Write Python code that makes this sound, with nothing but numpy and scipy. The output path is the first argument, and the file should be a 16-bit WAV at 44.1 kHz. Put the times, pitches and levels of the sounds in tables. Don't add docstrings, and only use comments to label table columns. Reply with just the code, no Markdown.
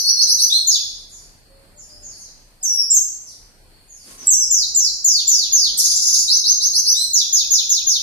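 import sys
import numpy as np
from scipy import signal
from scipy.fft import rfft, irfft, next_fast_len
from scipy.io import wavfile
from scipy.ndimage import uniform_filter1d, minimum_filter1d

SR = 44100
rng = np.random.default_rng(int(sys.argv[2]) if len(sys.argv) > 2 else 0)


def inscribe(sig):
    pcm = np.round(np.clip(np.atleast_2d(sig).T, -1, 1) * 32767)
    wavfile.write(sys.argv[1], SR, pcm.astype(np.int16))


def to_linear_factor(level_db):
    exponent = np.asarray(level_db, float) / 20
    return 10 ** exponent


N = 353682

# (time [s], length [s], first pitch [Hz], last pitch [Hz], level [dB])
SLOW_FALLS = [
    (4.38, 0.065, 6500, 4990, -10),
    (4.5, 0.15, 7314, 3403, -10.5),
    (4.745, 0.15, 7500, 3612, -10),
    (5.04, 0.2, 7255, 2105, -8),
    (5.27, 0.22, 7250, 2102, -8),
    (5.52, .185, 7010, 2503, -7),
]
QUICK_FALLS = [
    (.667, .138, 7170, 2100, -11),
    (7.13, .13, 7028, 2135, -11.5),
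    (7.325, .13, 6977, 2112, -10),
    (7.505, .138, 7050, 2090, -11),
    (7.69, .14, 6960, 2096, -12),
    (7.865, .146, 6948, 2212, -11.5),
]
RISES = [
    (.265, 0.084, 3830, 6273, -13),
    (.382, 0.071, 3713, 6200, -12.5),
    (6.275, 0.1, 3615, 6290, -10.5),
    (6.436, 0.097, 3697, 6500, -12.5),
    (6.6, 0.073, 3653, 6574, -12.5),
    (6.73, .072, 3935, 6410, -12),
    (6.85, 0.076, 3996, 6244, -11.5),
]
LEAPS = [
    (.035, .085, 4330, 5960, -9.5),
    (.165, .085, 4200, 6243, -9),
]
HOOKS = [
    (.497, .105, 3396, 4315, -6.5),
    (6.94, 0.13, 3500, 4200, -13),
]
TIPS = [
    (2.9, .085, 7680, 5960, -12.5),
    (4.268, .085, 7947, 5500, -12.5),
]
EARLIER = [
    (.085, .085, 3800, 6250, -12),
]
# (share of length [0-1], share of glide [0-1], level [dB])
SLOW_FALL = [(0, 0, -2.5), (.35, .38, -4.5), (.68, .6, -2.5), (.87, .84, -3), (1, 0.95, -7.5)]
QUICK_FALL = [(0, 0, 0), (.31, 0.33, 1), (0.619, 0.68, 1), (0.842, 0.9, 0.5), (0.998, 0.92, 0)]
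RISE = [(0, 0.034, -4), (.35, .48, 0), (0.618, .92, 0), (1, 0.98, -5.5)]
LEAP = [(0, 0.0098, -7), (0.421, 0.06, 0), (.7, 0.96, -1.5), (0.999, .92, -19)]
HOOK = [(0, 0, -16), (0.179, .45, -10), (.55, .92, 0.5), (1, 1.0, -18)]
TIP = [(0, .15, 4.5), (0.279, 0.034, -5.5), (.48, .6, 1), (1, 0.96, -3)]
# (time [s], pitch [Hz], level [dB])
SOLOS = [
    [(2.625, 9480, -29.5), (2.635, 6563, -18.5), (2.66, 5836, -20.5), (2.8, 5457, -14.5),
     (2.84, 5080, -24.5), (2.875, 4650, -49)],
    [(5.772, 10320, -1.5), (5.78, 6480, -21), (5.79, 5560, -14), (5.805, 5180, -21)],
]
# (time [s], level [dB])
TRILL = [
    (5.79, -15.5),
    (5.84, -10.5),
    (5.898, -10),
    (5.956, -13),
    (6.012, -13),
    (6.066, -12.5),
    (6.128, -10),
    (6.185, -11.5),
]
# (time after the beat [s], pitch [Hz], level [dB])
FALLS = [
    [(0, 7160, 2.5), (.008, 5668, 1), (.018, 4294, -1), (.024, 3140, -9)],
    [(.022, 6937, -6), (.032, 5967, -5), (.047, 4200, 1)],
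]
# (pitch [Hz], level [dB])
FALL_VOICE = [(2100, -43), (2750, -35), (3100, -22), (3600, -10), (4500, -1.5), (5600, -3), (7200, 0)]
# (pitch [Hz], second [dB], third [dB])
OVERTONES = [(2965, -12.5, -43), (4200, -27, -30), (5500, -14, -40), (6500, -19.5, -50.5),
             (7500, -23, -81.5)]
HARSH_DB = [0, 1, [5.5, 6, -3.5, -5.5, -1, 4, 3], -3.5, [-0.5, 11.5], 9, [4, 25.5]]
# (frequency [Hz], level [dB])
BEAK = [(2200, 9.5), (2800, -6), (3400, 0.5), (4200, -4.5), (7000, 1.5), (9000, 0.5), (12000, -5),
        (14200, 7), (14900, -16)]
# (frequency [Hz], level [dB])
RATTLE = [(3000, -8.5), (7000, -0.1), (9000, 4.5), (11500, -7.5), (14000, -14)]
# (frequency [Hz], level [dB])
BREATH = [(1500, -54.5), (2500, -40), (3500, -30), (7000, -33), (8500, -32), (10000, -18), (12000, -19),
          (14200, -37), (14900, -76)]
# (time [s], length [s], first pitch [Hz], last pitch [Hz], level [dB])
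FAR_FALLS = [
    (1.092, 0.15, 8000, 3965, -41.5),
    (1.757, 0.098, 8300, 4200, -36.5),
    (2.012, 0.15, 8184, 4030, -35),
    (2.18, 0.11, 8100, 3476, -36),
    (2.6, 0.14, 5580, 4200, -44.5),
    (3.245, 0.089, 7120, 3300, -35),
    (3.872, 0.19, 7780, 4110, -42),
    (4.17, 0.11, 6930, 4200, -34.5),
]
CHEEPS = [
    (1.4, 0.3, 4390, 4510, -62),
    (1.87, .13, 4760, 5500, -42.5),
    (2.87, .09, 3580, 3840, -65),
    (3.06, 0.12, 4310, 4450, -54),
    (3.45, .15, 4430, 4220, -76.5),
    (3.7, 0.095, 4420, 4510, -54),
]
COOS = [
    (1.46, .23, 538, 550, -57),
    (1.7, .12, 575, 600, -58),
    (1.85, .3, 610, 586, -63),
    (2.57, .25, 745, 800, -55),
]
HUMS = [
    (4.07, .17, 1075, 1075, -55),
    (2.63, .15, 1050, 1050, -61),
    (3.65, .35, 2480, 2480, -76),
]
# (share of length [0-1], share of glide [0-1], level [dB])
FAR_FALL = [(0, 0.2, 15), (0.351, .5, -9.5), (0.648, .8, -8.5), (1, 1, -4.5)]
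CHEEP = [(0, 0, 4), (1, 1, -19.5)]
COO = [(0, 0, 0), (.6, .8, -3), (1, 1, -9)]
# (frequency [Hz], time to fade by 60 dB [s])
ROOM = [(600, 0.42), (2300, 0.45), (3200, 0.76), (5000, 0.72), (7000, 0.56), (10000, 0.74), (14000, 0.49)]
# (time [s], rise [s], hold [s], fall [s], level [dB])
RUSTLE = [
    (4.0, 0.081, .19, 0.088, -47),
    (5.42, 0.099, 0.32, 0.038, -49),
]
# (frequency [Hz], level [dB per Hz])
FEATHERS = [(59, -23.5), (100, -16.5), (252, -8), (780, -20), (1070, -18.5), (3310, -20), (3680, -20.5),
            (6480, -13), (12200, -34.5), (14100, -20), (15000, -43.5)]
# (time [s], rise [s], hold [s], fall [s], level [dB])
LEAVES = [
    (.95, 0.035, .02, 0.12, -56),
    (1.08, 0.021, 0.13, 0.18, -51),
    (1.74, 0.093, .03, 0.49, -53.5),
    (2.05, 0.14, .03, 0.14, -49),
    (3.2, 0.096, .02, 0.22, -48.5),
    (3.8, 0.33, 0.0059, 0.18, -44),
    (4.256, 0.018, 0.0055, .002, -25),
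]
# (frequency [Hz], level [dB per Hz])
LEAF = [(5180, -38), (8800, -0.5), (9190, 4), (9900, 0.5), (11200, 6.5), (14100, -24), (14800, -34)]
# (frequency [Hz], level [dB per Hz])
AIR = [(12, -50), (20, 11), (173, -15), (470, -18.5), (732, -20), (1240, -24), (1680, -23.5), (3970, -30),
       (4310, -19), (5850, -35.5), (8610, -29), (13800, -30), (15000, -50.5)]
# (frequency [Hz], likeness [0-1])
ALIKE = [(40, 0.77), (200, 0.7), (600, 0.47), (1200, 0.01)]
# (frequency [Hz], level [dB])
BUZZ = [(3000, -55), (7500, -29.5), (9500, -36), (12000, -23.5), (14200, -5), (14900, -45)]
# (frequency [Hz], level [dB])
CAPSULE = [(22, -15), (33, 4), (42, -4.5), (52, -18), (80, 0), (14100, 0.82), (14600, -14), (15000, -42)]
# (frequency [Hz], level [dB])
RIGHT_PORT = [(7000, 0), (9000, 6.5), (11000, -10.5), (14000, -10.5)]

CLOSING_DB = -14
WALL_S = .011
LEAD = 8192
BURST_DEPTH_DB = -19
AIR_DB = -54
RUMBLE_SWELL_DB, RUMBLE_PER_S = -1.75, 3.3


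def song():
    kinds = [
        notes(SLOW_FALLS, SLOW_FALL, FALL_VOICE),
        notes(QUICK_FALLS, QUICK_FALL, FALL_VOICE),
        notes(RISES, RISE),
        notes(LEAPS, LEAP),
        notes(HOOKS, HOOK),
        notes(TIPS, TIP),
        SOLOS,
    ]
    bird = np.zeros(N)
    for kind, harsh_db in zip(kinds, HARSH_DB):
        bird += whistle(kind, harsh_db, wobble=.014, flutter_db=2.5, edge_s=.004)
    return bird + shape(trill(), RATTLE, to_linear_factor)


def trill():
    beats = []
    for start, level_db in TRILL:
        for fall in FALLS:
            detune = 1 + 0.0254 * rng.standard_normal()
            beats.append(np.add(fall, (start, 0, level_db)) * (1, detune, 1))
    return whistle(beats, harsh_db=12, wobble=.045, flutter_db=4.0, edge_s=.002)


def notes(rows, outline, voice=((1, 0), (2, 0))):
    when, glide, db = np.transpose(outline)
    voice_hz, voice_db = np.transpose(voice)
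    tables = []
    for start, length, first, last, level_db in rows:
        pitch = first + (last - first) * glide
        level = level_db + db + np.interp(pitch, voice_hz, voice_db)
        tables.append(np.c_[start + length * when, pitch, level])
    return tables


def whistle(tables, harsh_db, wobble, flutter_db, edge_s):
    out = np.zeros(N)
    base, second, third = np.transpose(OVERTONES)
    for table, extra_db in zip(tables, np.broadcast_to(harsh_db, len(tables))):
        s, hz, db = np.transpose(table)
        first = max(int(s[0] * SR), 0)
        t = np.arange(first, min(int(s[-1] * SR), N)) / SR
        shake = wander(305.0, count=SR)[:len(t)]
        flutter = wander(200., count=SR)[:len(t)]
        pitch = np.interp(t, s, hz) * (1 + wobble * shake)
        phase = 2 * np.pi * np.cumsum(pitch) / SR
        tone = np.sin(phase)
        falling = hz[-1] < hz[0]
        extra_db = extra_db + CLOSING_DB * falling * (t - s[0]) / (s[-1] - s[0])
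        for k, overtone_db in ((2, second), (3, third)):
            strength = to_linear_factor(np.interp(pitch, base, overtone_db) + extra_db)
            audible = k * pitch < .45 * SR
            tone += strength * audible * np.sin(k * phase)
        edge = np.clip(np.minimum(t - s[0], (s[-1] - t) / 2.3) / edge_s, 0, 1)
        level = to_linear_factor(np.interp(t, s, db) + flutter_db * flutter)
        out[first:first + len(t)] += np.sqrt(2) * tone * edge ** 2 * level
    return out


def rasp(bird):
    effort = np.sqrt(uniform_filter1d(bird ** 2, size=128) + 1e-12)
    return shape(effort * rng.standard_normal(N), BREATH, to_linear_factor)


def near_bird():
    bird = song()
    voice = shape(bird, BEAK, to_linear_factor) + rasp(bird)
    rise = notes(EARLIER, RISE)
    earlier = whistle(rise, harsh_db=3, wobble=.014, flutter_db=2.5, edge_s=.004)[:LEAD]
    heard = room(np.r_[earlier, voice], direct_db=-6.5, early_db=1, early_s=0.019, build_s=0.005)
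    return heard[:, LEAD:] * to_linear_factor(-2.0)


def distant_voices():
    calls = notes(FAR_FALLS, FAR_FALL) + notes(CHEEPS, CHEEP)
    far = whistle(calls, harsh_db=-12, wobble=.03, flutter_db=2.5, edge_s=.02)
    far += whistle(notes(COOS + HUMS, COO), harsh_db=-8, wobble=.004, flutter_db=2.5, edge_s=.03)
    return room(far, direct_db=-18, early_db=-5, early_s=.04, build_s=.02)


def room(x, direct_db, early_db, early_s, build_s):
    t = np.arange(SR) / SR
    hz, t60 = np.transpose(ROOM)
    noise = rng.standard_normal((2, SR))
    tail = 0
    for k in range(len(hz)):
        band = shape(noise, np.c_[hz, np.arange(len(hz)) == k], lambda share: share)
        tail = tail + band * to_linear_factor(-60 * t / t60[k])
    tail = tail * (1 - np.exp(-t / build_s))
    tail = tail / np.sqrt(np.sum(tail ** 2) / 2)
    early = rng.standard_normal((2, SR)) ** 3 * np.exp(-t / early_s)
    early *= np.where(t > WALL_S, 1, to_linear_factor(-4.5) * (t > 0))
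    early = early / np.sqrt(np.sum(early ** 2) / 2)
    answer = tail + to_linear_factor(early_db) * early
    answer[[0, 1], [0, 4]] += to_linear_factor(direct_db)
    return signal.fftconvolve(x[None], answer, axes=1)[:, :len(x)]


def wings():
    grain = to_linear_factor(2.0 * wander(52.0, count=N))
    return hiss(FEATHERS, 1.0) * swell(RUSTLE) * grain


def air():
    steady = hiss(AIR, AIR_DB + 5.5)
    bass = shape(steady, [(1500, 1), (3000, 0)], lambda share: share)
    tide = to_linear_factor(RUMBLE_SWELL_DB * wander(RUMBLE_PER_S, count=N))
    stir = to_linear_factor(0.87 * wander(5.4, count=N))
    leaves = hiss(LEAF, -1.8) * swell(LEAVES)
    return (steady + bass * (tide - 1)) * stir + leaves


def hiss(colour, db):
    mid, side = rng.standard_normal((2, N))
    mid = shape(mid, ALIKE, lambda c: np.sqrt(1 + np.clip(c, 0, 1)))
    side = shape(side, ALIKE, lambda c: np.sqrt(1 - np.clip(c, 0, 1)))
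    pair = shape(np.array([mid + side, mid - side]), colour, to_linear_factor)
    return pair * to_linear_factor(db) / pair.std()


def swell(bursts):
    t = np.arange(N) / SR
    gain = np.zeros(N)
    for start, rise, hold, fall, db in bursts:
        corners = start + np.cumsum([0, rise, hold, fall])
        depth = [BURST_DEPTH_DB, 0, 0, BURST_DEPTH_DB]
        gain += to_linear_factor(db + np.interp(t, corners, depth, left=-120, right=-120))
    return gain


def wander(rate, count):
    steps = rng.standard_normal(int(count / SR * 2000) + 4)
    return np.interp(np.arange(count) * min(rate, 2000) / SR, np.arange(len(steps)), steps)


def shape(x, points, gain):
    hz, value = np.transpose(points)
    length = x.shape[-1]
    size = next_fast_len(length, real=True)
    bins = np.maximum(np.arange(size // 2 + 1) * SR / size, 1)
    weight = gain(np.interp(np.log(bins), np.log(hz), value))
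    return irfft(rfft(x, size) * weight, size)[..., :length]


def scene():
    return near_bird() + distant_voices() + wings() + air()


def limit(x, top, size):
    gain = np.minimum(1, top / (np.abs(x).max(axis=0) + 1e-9))
    return x * uniform_filter1d(minimum_filter1d(gain, size=2 * size), size=size)


def masked(x, below_db, up_db, down_db, scatter_db, size):
    _, _, spec = signal.stft(x, nperseg=2048, noverlap=1024, window="cosine")
    bands = 1024 // size
    power = (np.abs(spec[:, :-1]) ** 2).sum(axis=0)
    power = power.reshape(bands, size, -1).sum(axis=1)
    db = 10 * np.log10(power + 1e-20)
    above = np.arange(bands)[:, None] - np.arange(bands)
    fall = np.maximum(up_db * above, -down_db * above)
    shadow = np.max(db[None] - fall[:, :, None], axis=1) - below_db
    chance = uniform_filter1d(rng.standard_normal(db.shape), size=4, axis=1)
    keep = db > shadow + scatter_db * chance
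    keep[:5] = True
    spec[:, :-1] *= np.repeat(keep, size, axis=0)
    return signal.istft(spec, nperseg=2048, noverlap=1024, window="cosine")[1][:, :N]


def low_pass(x):
    return signal.sosfilt(signal.butter(12, 15140, fs=SR, output="sos"), x)


def record(dry):
    haze = shape(dry ** 2, BUZZ, to_linear_factor)
    left, right = shape(dry + haze, CAPSULE, to_linear_factor)
    ports = np.array([left, shape(right, RIGHT_PORT, to_linear_factor)])
    ports = limit(ports, top=.92, size=256)
    thinned = masked(ports, below_db=23, up_db=.62, down_db=1.9, scatter_db=16, size=8)
    return low_pass(thinned)


dry = scene()
out = record(dry)
inscribe(out)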